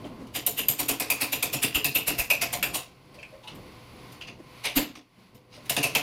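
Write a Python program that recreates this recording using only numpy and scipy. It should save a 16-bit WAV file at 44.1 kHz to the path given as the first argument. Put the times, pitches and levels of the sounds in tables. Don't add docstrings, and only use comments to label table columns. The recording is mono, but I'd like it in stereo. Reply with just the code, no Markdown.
import sys
import numpy as np
from scipy import signal
from scipy.fft import rfft, irfft
from scipy.io import wavfile
from scipy.ndimage import uniform_filter1d

SR = 44100
rng = np.random.default_rng(int(sys.argv[2]) if len(sys.argv) > 2 else 0)


def put_to_file(sound):
    columns = np.atleast_2d(sound).T
    safe = np.clip(columns, -1, 1)
    whole_steps = np.round(safe * 32767)
    wavfile.write(sys.argv[1], SR, whole_steps.astype(np.int16))


def convert_level_to_amplitude(level_db):
    exponent = np.asarray(level_db, float) / 20
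    return 10 ** exponent


N = 265658
LEAD = 0.035
T = np.arange(int(0.4 * SR)) / SR


def band(x, hz, width):
    return signal.lfilter(*signal.iirpeak(hz, hz / max(width, 5), fs=SR), x)


def modes(x, table):
    return sum((-1) ** k * convert_level_to_amplitude(db) * band(x, hz, width) for k, (hz, width, db) in enumerate(table))


def colour(x, table):
    hz, db = np.transpose(table)
    n = x.shape[-1]
    f = np.maximum(np.arange(n // 2 + 1) * SR / n, 1)
    gain = convert_level_to_amplitude(np.interp(np.log(f), np.log(hz), db))
    return irfft(rfft(x) * gain, n)


def unit(x):
    return x / np.sqrt(np.mean(x ** 2))


def noise(alike, n=N):
    mid, side = rng.standard_normal((2, n))
    alike = np.clip(alike, -1, 1)
    apart = side * np.array([[1], [-1]])
    return np.sqrt((1 + alike) / 2) * mid + np.sqrt((1 - alike) / 2) * apart


def walk(rate, n=N):
    k = int(SR / rate)
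    held = np.repeat(rng.standard_normal(n // k + 1), k)
    return 1.057 * uniform_filter1d(held, k)[:n]


def pan(db):
    return convert_level_to_amplitude(np.array([[db], [-db]]) / 2)


def swell(t, rise, t60):
    return convert_level_to_amplitude(-60 * np.maximum(t - rise, 0) / t60) / (1 + np.exp(-2.6 * t / rise))


def add(out, x, s):
    i = int(round(s * SR))
    out[:, i:i + x.shape[1]] += x[:, :N - i]


def blows():
    # start in seconds, strength in dB, rise in ms, then handle and steel ring in dB
    first_run = [(.351, -28, 11.6, -4, -0.5), (.4647, -23.5, 1.4, -6, 10.5), (.579, -30.5, 15, 3, 7.5),
                 (.6846, -22.5, 1.8, -5, 10), (.792, -24, 10.7, -10, 1.5), (.886, -20.5, 5, -4.5, 2),
                 (.9992, -21, 2.5, -6.5, -0.5), (1.1014, -18, 1.2, -1, 7), (1.212, -22, 9.3, -2, -2),
                 (1.325, -24, 9.2, 0.5, 1.5), (1.4268, -20.5, 2.9, 0, 1.5), (1.5316, -24, 6.9, 2, 1.5),
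                 (1.627, -22, 10, 5, 2.5), (1.7484, -24, 6.4, 1.5, 3), (1.8444, -19.5, 1.5, 4.5, 2.5),
                 (1.9525, -23.5, 7.8, 11, 4), (2.074, -21.5, 8.7, -1.5, -0.5), (2.1869, -25.5, 11.4, 3, 5),
                 (2.3025, -18, 3.3, 8, -2), (2.416, -21.5, 5.5, 4, 2), (2.530, -24.5, 7.6, -4, -2.5),
                 (2.6275, -21.5, 2.1, 9.5, 3.5), (2.744, -24, 9.5, 0.5, -1)]
    last_run = [
        (5.6962, -20, 1.7, 0, 3.5),
        (5.7653, -15.5, 1.9, 5.5, -21),
        (5.8318, -20, 5.5, 0, -5.5),
        (5.9509, -17, 1.9, 3.5, -3),
    ]
    return hits(first_run + last_run, 0.22)


def pause_taps():
    # start in seconds, strength in dB, rise in ms, then handle and steel ring in dB
    taps = [
        (4.647, -22.5, 11.3, 1, -26),
        (4.763, -21, 10, -11, 1),
    ]
    return hits(taps, 0.23, edge_db=-3.5)


def touches():
    # start in seconds, strength in dB, rise in ms, then handle and steel ring in dB
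    nudges = [(.044, -59, 4.4, 12, -12), (.2696, -50, 3, -4, -21), (3.1428, -46.5, 4.3, -7, -23),
              (3.188, -50, 5.7, 7, -40), (3.229, -56, 0.81, 19.5, -28), (3.435, -48, 7.9, 3, -29),
              (3.4744, -35.5, 4.7, 1, -36), (3.55, -57, 5, 6, 9), (4.122, -43, .6, -24, -6),
              (4.2126, -36, 5.3, 4, -47), (4.2742, -38.5, 9.1, 2, -49), (4.953, -36, 2.5, -8, -26),
              (5.348, -52, 4, -3, -3.5), (5.535, -44, 31, -12, -38), (5.6556, -42.5, 5.7, -14, -18)]
    return hits(nudges, 0.18, edge_db=-8.5)


def hits(table, t60, edge_db=0):
    # time in seconds, handle pitch in Hz, share of solid wood behind the blade from 0 to 1.
    chisel = [(.45, 2860, .05), (.85, 2580, .05), (1.1, 2500, 0.35), (1.5, 2600, 0), (2.08, 2704, 0),
              (2.25, 2500, 1), (2.55, 2300, .85), (2.75, 2720, 1), (3.2, 2400, .9), (3.5, 2840, .9),
              (4.2, 2590, 1), (4.95, 2780, 0.6), (5.721, 2760, 0.2), (5.95, 2450, 0.13)]
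    s, pitch, solid = np.transpose(chisel)
    out = np.zeros((2, N))
    for row in table:
        hz = np.interp(row[0], s, pitch)
        backing = np.clip(np.interp(row[0], s, solid), 0, 1)
        add(out, hit(row, hz, backing, t60, edge_db), row[0] - LEAD)
    return out


def hit(row, hz, solid, t60, edge_db):
    # frequency as a multiple of the pitch, width in Hz, level in dB.
    handle_rings = [(0.858, 183.6, -13), (.94, 129.6, -2), (1, 240, 9.5), (1.072, 180, 3.5),
                    (1.358, 465, -4.5), (0.978, 900, -1.5)]
    # frequency in Hz, level in dB per Hz.
    fibres = [(250, -42), (500, -8), (1000, -0.5), (1500, -5.5), (2200, 4.5), (3800, 1), (5000, 0.5),
              (6500, -5), (9000, -33), (16000, -33)]
    # frequency in Hz, width in Hz, level in dB.
    leaf_rings = [(69, 54, -11), (136, 21.6, 1), (291, 56, 2.5), (261, 62, -13), (431, 46, -2)]
    edge_rings = [(701, 22.2, 2), (839, 16.4, -32), (591, 102, -6), (1033, 49, -7)]
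    blade_rings = [(7050, 140, 1.5), (7670, 114, -4), (8640, 29, -3)]
    face_rings = [(9770, 340, 1.5), (10100, 500, -3), (9730, 2900, 0)]
    cap_rings = [(12620, 390, -2.5), (13340, 910, -1), (11940, 430, -5), (13800, 200, -12)]

    _, wood_db, rise_ms, handle_db, cap_db = row
    crack_db = 3 - 0.9239 * rise_ms
    door_db = -10 - 10 * solid
    edge_db = edge_db - 9 + 4.5 * solid + 2.5 * rng.standard_normal()
    blade_db = -9 + 1.13 * cap_db
    face_db = -4.5 + 0.35 * cap_db
    t = T - LEAD
    rise = max(rise_ms, 0.3) / 1000
    snap = np.sign(rng.standard_normal(len(t))) * swell(t, 0.00012, 0.0028) * (t < 0.004)
    chips = splinters(t, rise)
    sharp = min(convert_level_to_amplitude(crack_db), 2.6)

    def part(table, db, t60, alike, crack, pan_db, late=0.0):
        table = np.array(table, float)
        table[:, -1] += 1.7 * rng.standard_normal(len(table))
        table[:, 0] *= 1 + 0.012 * rng.standard_normal(len(table))
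        room = 0.91 * swell(t - late, rise, t60)
        first_echoes = 0.24 * swell(t - late, rise, 0.12 * t60)
        flutter = convert_level_to_amplitude(2.5 * walk(300, n=len(t)) + 0.57 * walk(64.4, n=len(t)))
        shake = noise(alike, n=len(t)) * (room + first_echoes) * flutter
        gain = convert_level_to_amplitude(db) * pan(pan_db) / np.hypot(1, convert_level_to_amplitude(crack_db))
        return shake + crack * (sharp * snap + chips), table, gain

    def ring(*args, **late):
        shake, table, gain = part(*args, **late)
        return modes(shake, table) * gain

    tuned = np.array(handle_rings) * [hz, 1, 1]
    handle = ring(tuned, wood_db + handle_db + 3, 1.32 * t60, 0.086, 5.6, -14.5)
    shake, grain, gain = part(fibres, wood_db + 2.5, 1.27 * t60, 0.2, 0.18, -3.1)
    near = handle + colour(shake, grain) * gain
    near[0] = np.roll(near[0], 8)
    door = ring(leaf_rings, wood_db + door_db + 20, 1.46 * t60, 0.88, 0.22, 1.6, late=0.0078)
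    edge = ring(edge_rings, wood_db + edge_db + 17.5, 1.17 * t60, 0.85, 0.53, 1.0, late=0.0048)
    blade = ring(blade_rings, wood_db + blade_db + 12.5, 1.07 * t60, 1.0, 0.46, 0.8)
    face = ring(face_rings, wood_db + face_db + 7, 0.85 * t60, 0.65, 0.9, 1.5)
    cap = ring(cap_rings, wood_db + cap_db + 6.5, 0.9 * t60, 0.5, 3.1, 4.2)
    return door + edge + patchy(near + blade + face + cap, 2.6, 350)


def splinters(t, rise):
    chance, size = rng.random((2, len(t)))
    snaps = chance < 500 / SR
    return snaps * convert_level_to_amplitude(-1 + 8 * size) * swell(t, rise, 0.13)


def patchy(x, spread_db, width_hz):
    hz = np.arange(0, SR / 2 + width_hz, width_hz) + 1
    db = spread_db * rng.standard_normal(200)[:len(hz)]
    return colour(x, np.c_[hz, db - spread_db ** 2 / 8.7])


def bumps():
    # start in seconds, peak in dB, pitch
    # in Hz, t60 in seconds.
    door_bumps = [(0.044, -28.5, 262.7, 0.17), (0.19, -32.5, 235, 0.42), (0.382, -37.5, 305, 0.089),
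                  (2.08, -30.5, 310, .2), (3.169, -46.5, 593, 0.32), (3.32, -40, 557, 0.29),
                  (4.39, -36.5, 291, 0.081), (4.76, -18, 267, 0.32), (4.97, -45, 269.5, 0.24),
                  (5.178, -47, 195.5, 0.56), (5.569, -43.5, 543, 0.25),
                  (0.039, -35.5, 627, 0.15),
        (0.263, -50, 1040, 0.2),
        (3.437, -42, 885, 0.29),
        (4.779, -42, 597, 0.15),
    ]
    out = np.zeros((2, N))
    for s, db, hz, t60 in door_bumps:
        front = 0.51 * np.sin(2 * np.pi * (hz * 0.97 * T + rng.random()))
        back = 0.46 * np.sin(2 * np.pi * (hz * 1.11 * T + rng.random()))
        rattle = 6.8 * band(noise(0.68, n=len(T)), hz, 65)
        shape = convert_level_to_amplitude(db - 1.5) * swell(T - LEAD, 0.011, t60)
        add(out, (front + back + rattle) * shape * pan(1.7), s + 0.0049 - LEAD)
    return out


def puffs():
    # start in seconds, peak in dB.
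    gusts = [
        (0.898, -51),
        (1.749, -36),
        (2.078, -37),
        (2.188, -38),
        (4.767, -25),
        (5.854, -50),
        (5.948, -47),
    ]
    out = np.zeros((2, N))
    for s, db in gusts:
        gust = noise(0.2, n=len(T)) * convert_level_to_amplitude(db + 27) * swell(T - LEAD, 0.0072, 0.038)
        thump = band(band(gust, 40, 60), 40, 53)
        add(out, thump * pan(10.6), s - LEAD)
    return out


def room_tone():
    # time in seconds, room tone level in dB.
    ducking = [(0.0, -41), (0.3, -47.5), (1.2, -47.5), (2.75, -43.5), (2.93, -52.5), (3.19, -53.5),
               (3.4, -50.5), (3.54, -45), (3.86, -47), (4.2, -48), (4.74, -47), (4.98, -57), (5.1, -60.5),
               (5.21, -56), (5.33, -58.5), (5.5, -52), (5.68, -48.5), (6.02, -41.5)]
    # frequency in Hz, level in dB per Hz.
    air_colour = [(15, -51), (25, -10.5), (118, -2.5), (378, -7), (510, -14.5), (651, -12.5), (1030, -17.5),
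                  (1640, -23.5), (2090, -15), (4480, -25), (7510, -36), (12600, -35), (15200, -34),
                  (16500, -79)]
    # frequency in Hz, width in Hz, level in dB.
    room_hums = [(134, 12, -21), (503, 7.2, 1), (1050, 89, -11.5), (1543, 87, -14), (4500, 650, -27.5),
                 (10750, 240, -22)]
    s, level = np.transpose(ducking)
    db = np.interp(np.arange(N) / SR, s, level)
    treble_db = 3 - 0.142 * (db - db.mean())
    low = signal.butter(2, 900, fs=SR)
    high = signal.butter(2, 900, "high", fs=SR)
    bass = signal.lfilter(*low, noise(0.88)) * convert_level_to_amplitude(4.2 * walk(10))
    treble = signal.lfilter(*high, noise(0.13)) * convert_level_to_amplitude(treble_db + 3.6 * walk(4.475))
    air = bass + treble
    hum_hz = 120 + 3 * walk(3.6)
    hum = convert_level_to_amplitude(-7.5 + 1.04 * walk(11)) * np.sin(2 * np.pi * np.cumsum(hum_hz) / SR)
    return (unit(colour(air, air_colour) + 1.02 * modes(air, room_hums)) + hum) * convert_level_to_amplitude(db)


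def scene():
    return blows() + pause_taps() + touches() + bumps() + puffs() + room_tone()


def low_pass(x):
    return signal.sosfilt(signal.butter(12, 16800, fs=SR, output="sos"), x)


def record(dry):
    rounded = 0.85 * np.tanh(dry / 0.85)
    top_cut = signal.ellip(8, 0.2, 60, 16000, fs=SR, output="sos")
    return low_pass(signal.sosfilt(top_cut, rounded))


dry = scene()
out = record(dry)
put_to_file(out)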